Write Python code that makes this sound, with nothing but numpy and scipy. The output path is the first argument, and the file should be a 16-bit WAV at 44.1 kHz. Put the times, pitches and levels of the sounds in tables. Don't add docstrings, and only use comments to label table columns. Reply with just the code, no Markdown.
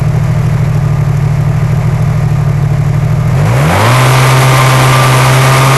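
import sys
import numpy as np
from scipy import signal
from scipy.fft import rfft, irfft
from scipy.io import wavfile
from scipy.ndimage import uniform_filter1d

SR = 44100
rng = np.random.default_rng(int(sys.argv[2]) if len(sys.argv) > 2 else 0)


def master(y):
    cut = np.clip(np.atleast_2d(y).T, -1, 1)
    pcm = np.round(cut * 32767)
    wavfile.write(sys.argv[1], SR, pcm.astype(np.int16))


N = 254450
TIME = np.arange(N) / SR
IDLE_HZ = 38.48
CLIMB_S, CLIMB_OCTAVES_PER_S = 3.277, 2.72
THROTTLE_S, RESPONSE_S = 3.3, 0.1


def undb(db):
    return 10 ** (np.asarray(db) / 20)


def unit(x):
    return x / np.std(x)


def even(x):
    return x / np.sqrt(uniform_filter1d(x ** 2, size=6900) + 1e-12)


def walk(rate):
    hold = int(SR / rate)
    levels = rng.standard_normal(N // hold + 1)
    return unit(uniform_filter1d(np.repeat(levels, hold), hold)[:N])


def ease(x):
    return uniform_filter1d(x * 1., size=int(RESPONSE_S * SR))


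def resonate(x, hz, width_hz):
    return signal.lfilter(*signal.iirpeak(hz, hz / width_hz, fs=SR), x)


def colour(x, points):
    hz, db = np.transpose(points)
    f = np.maximum(np.fft.rfftfreq(N, 1 / SR), 1)
    gain = undb(np.interp(np.log(f), np.log(hz), db))
    low_fade = np.minimum(f / hz[0], 1)
    return irfft(rfft(x) * gain * low_fade, N)


def engine_speed():
    # time in seconds, firings per second in Hz.
    cruise = [(4.0, 127.1), (4.2, 129.5), (4.42, 130.6), (4.6, 129.6), (4.9, 129.4), (5.2, 128.6),
              (5.42, 131.2), (5.77, 133.1)]
    hunt_hz, hunt_s = 1.16, 1.5
    idle = IDLE_HZ + hunt_hz * np.sin(2 * np.pi * TIME / hunt_s)
    climb = IDLE_HZ * 2 ** (CLIMB_OCTAVES_PER_S * (TIME - CLIMB_S))
    limit = np.interp(TIME, *np.transpose(cruise))
    return ease(np.clip(climb, idle, limit))


def firings(phase, hz, weak=0.67, lead=0.95, late_s=0.00564, scatter_db=1.38, lumpy_hz=40, smooth_hz=44):
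    at = np.flatnonzero(np.diff(np.floor(phase)) > 0)
    idling = np.interp(hz[at], [lumpy_hz, smooth_hz], [1, 0])
    size = 1 + idling * (np.resize([1, weak, lead], len(at)) - 1)
    late = (idling > .5) * np.resize([0, late_s, 0], len(at))
    scatter = undb(scatter_db * rng.standard_normal(len(at)))
    pulses = np.zeros(N)
    pulses[at + (late * SR).astype(int)] = size * scatter
    return pulses


def exhaust(pulses, order=5, silencer_hz=168):
    # resonance in Hz, width in Hz.
    chambers = [(115, 28.6), (150, 30.7)]
    ring = pulses
    for hz, width_hz in chambers:
        ring = resonate(ring, hz, width_hz)
    silencer = signal.butter(order, silencer_hz, fs=SR, output="sos")
    return even(signal.sosfilt(silencer, ring))


def exhaust_level(hz, throttle):
    idle_db, throttle_db = -9, 1.52
    boom_hz, boom_width_hz, boom_db = 134.3, 17, 7
    ease_db_per_s = 1.0
    in_tune = np.exp(-((hz - boom_hz) / boom_width_hz) ** 2)
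    boom = boom_db - ease_db_per_s * (TIME - THROTTLE_S)
    return idle_db + throttle_db * throttle + in_tune * boom


def intake(phase, hz, thump_db=-12.0, octave_db=-14, airbox_hz=110):
    thump, octave = (1 / np.hypot(1, (k * hz / airbox_hz) ** 2) for k in (1, 2))
    fundamental = undb(thump_db) * thump * np.cos(2 * np.pi * phase)
    return fundamental + undb(octave_db) * octave * np.cos(4 * np.pi * phase)


def growl(pulses):
    # centre in Hz, width of one pass in Hz.
    modes = [(225, 112), (520, 250)]
    return even(sum(resonate(resonate(pulses, hz, width_hz), hz, width_hz) for hz, width_hz in modes))


def clatter(phase, ring_s=0.045):
    t = TIME[:SR // 10]
    strokes = np.diff(np.floor(phase), prepend=0)
    out = 0
    for cylinder in range(2):
        response = rng.standard_normal(len(t)) * np.exp(-t / ring_s)
        own_strokes = strokes * (np.floor(phase) % 2 == cylinder)
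        out = out + signal.fftconvolve(own_strokes, response)[:N]
    return even(out)


def rush(pulses, puff_s=0.023, puff=0.1, flutter_db=0.78):
    gate = signal.lfilter([1], [1, -np.exp(-1 / (puff_s * SR))], pulses)
    return even(rng.standard_normal(N) * (1 + puff * gate) * undb(flutter_db * walk(40)))


def buzz(phase, count=100, shake=0.003, odd_db=-2.5):
    crank = phase / 2 + shake * walk(60)
    start = rng.uniform(0, 2 * np.pi, count)
    orders = range(3, count)
    return unit(sum(undb(odd_db * (k % 2)) * np.sin(2 * np.pi * k * crank + start[k]) for k in orders))


def engine_bay(pulses, phase, load, buzz_db, idle_knock_db=-4):
    # frequency in Hz, gain in dB.
    idle_colour = [(150, -7), (260, 0), (400, 6), (500, 0), (640, 6.5), (850, 1), (1080, 0.5), (1450, -5.5),
                   (2150, -3.5), (3200, -18), (5800, -18.5), (7600, -20), (8700, -30), (11700, -22)]
    # frequency in Hz, gain in dB.
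    load_colour = [(30, -26), (70, 1), (230, -3), (420, 0), (800, 1), (1200, 2), (1700, -7.5), (2250, -2),
                   (2700, -12), (3400, -13), (4300, -17), (7000, -16), (9000, -17), (11700, -13)]
    hiss = rush(pulses)
    idle = unit(colour(hiss + undb(idle_knock_db) * clatter(phase), idle_colour))
    loaded_hiss = unit(colour(hiss, load_colour))
    loaded_buzz = even(colour(buzz(phase), load_colour))
    driving = even(loaded_hiss + undb(buzz_db) * loaded_buzz)
    return even((1 - load) * idle + load * driving)


def whine(phase, waver=0.37, flutter_db=3.0):
    # multiple of the firing rate, relative level in dB before flutter.
    tones = [(5, -13), (8.13, -0.5), (9, -12.5), (9.15, 1.5), (16, -7), (17.3, -7.5)]
    out = 0
    for k, db in tones:
        out = out + undb(db + flutter_db * walk(9)) * np.sin(2 * np.pi * k * phase + waver * walk(30))
    return unit(out)


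def ticking(phase, tick_db=-42, lead_turn=0.049, length_turn=0.19, scatter_db=2.5):
    # frequency in Hz, gain in dB.
    metal = [(900, -31), (2200, 18), (3500, -28), (5600, 8.5), (7400, 8), (8800, -4), (10500, 6.5),
             (11700, 9)]
    ahead = phase + lead_turn
    size = np.resize([.6, 1, .4], N) * undb(scatter_db * rng.standard_normal(N))
    gate = size[ahead.astype(int)] * np.exp(-(ahead % 1) / length_turn)
    return undb(tick_db) * unit(gate * colour(rng.standard_normal(N), metal))


def hum(waver=1.0, flutter_db=3):
    # frequency in Hz, level in dB before flutter.
    tones = [(614, -36), (1208, -36)]
    out = 0
    for hz, db in tones:
        out = out + undb(db + flutter_db * walk(12)) * np.sin(2 * np.pi * hz * TIME + waver * walk(14))
    return out


def scene():
    hz = engine_speed()
    octaves = np.log2(hz / IDLE_HZ)
    throttle = ease(TIME > THROTTLE_S)
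    strain = np.clip(ease(np.gradient(octaves) * SR / CLIMB_OCTAVES_PER_S), 0, 1)
    load = np.clip(0.093 + 0.45 * octaves, 0, 1)
    phase = 0.68 + np.cumsum(hz) / SR
    pulses = firings(phase, hz)
    boom = undb(exhaust_level(hz, throttle)) * (exhaust(pulses) + intake(phase, hz))
    snarl = undb(-13.5) * strain * load * growl(pulses)
    bay_db = -24 + 9 * octaves + 2.5 * throttle
    buzz_db = -0.5 + 4 * strain
    bay = undb(bay_db) * engine_bay(pulses, phase, load, buzz_db)
    drive = undb(-45.5 + 20 * octaves) * whine(phase)
    return (boom + snarl + bay + drive + ticking(phase) + hum())[None]


def overload(x, ceiling):
    return x / (1 + (x / ceiling) ** 16) ** (1 / 16)


def cut(x, hz):
    return irfft(rfft(x) / (1 + (np.fft.rfftfreq(N, 1 / SR) / hz) ** 160), N)


def record(dry, first_ceiling=0.68, second_ceiling=0.66, first_cut_hz=12100, second_cut_hz=14500):
    first_pass = cut(overload(dry, first_ceiling), first_cut_hz)
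    return cut(overload(first_pass, second_ceiling), second_cut_hz)


dry = scene()
out = record(dry)
master(out)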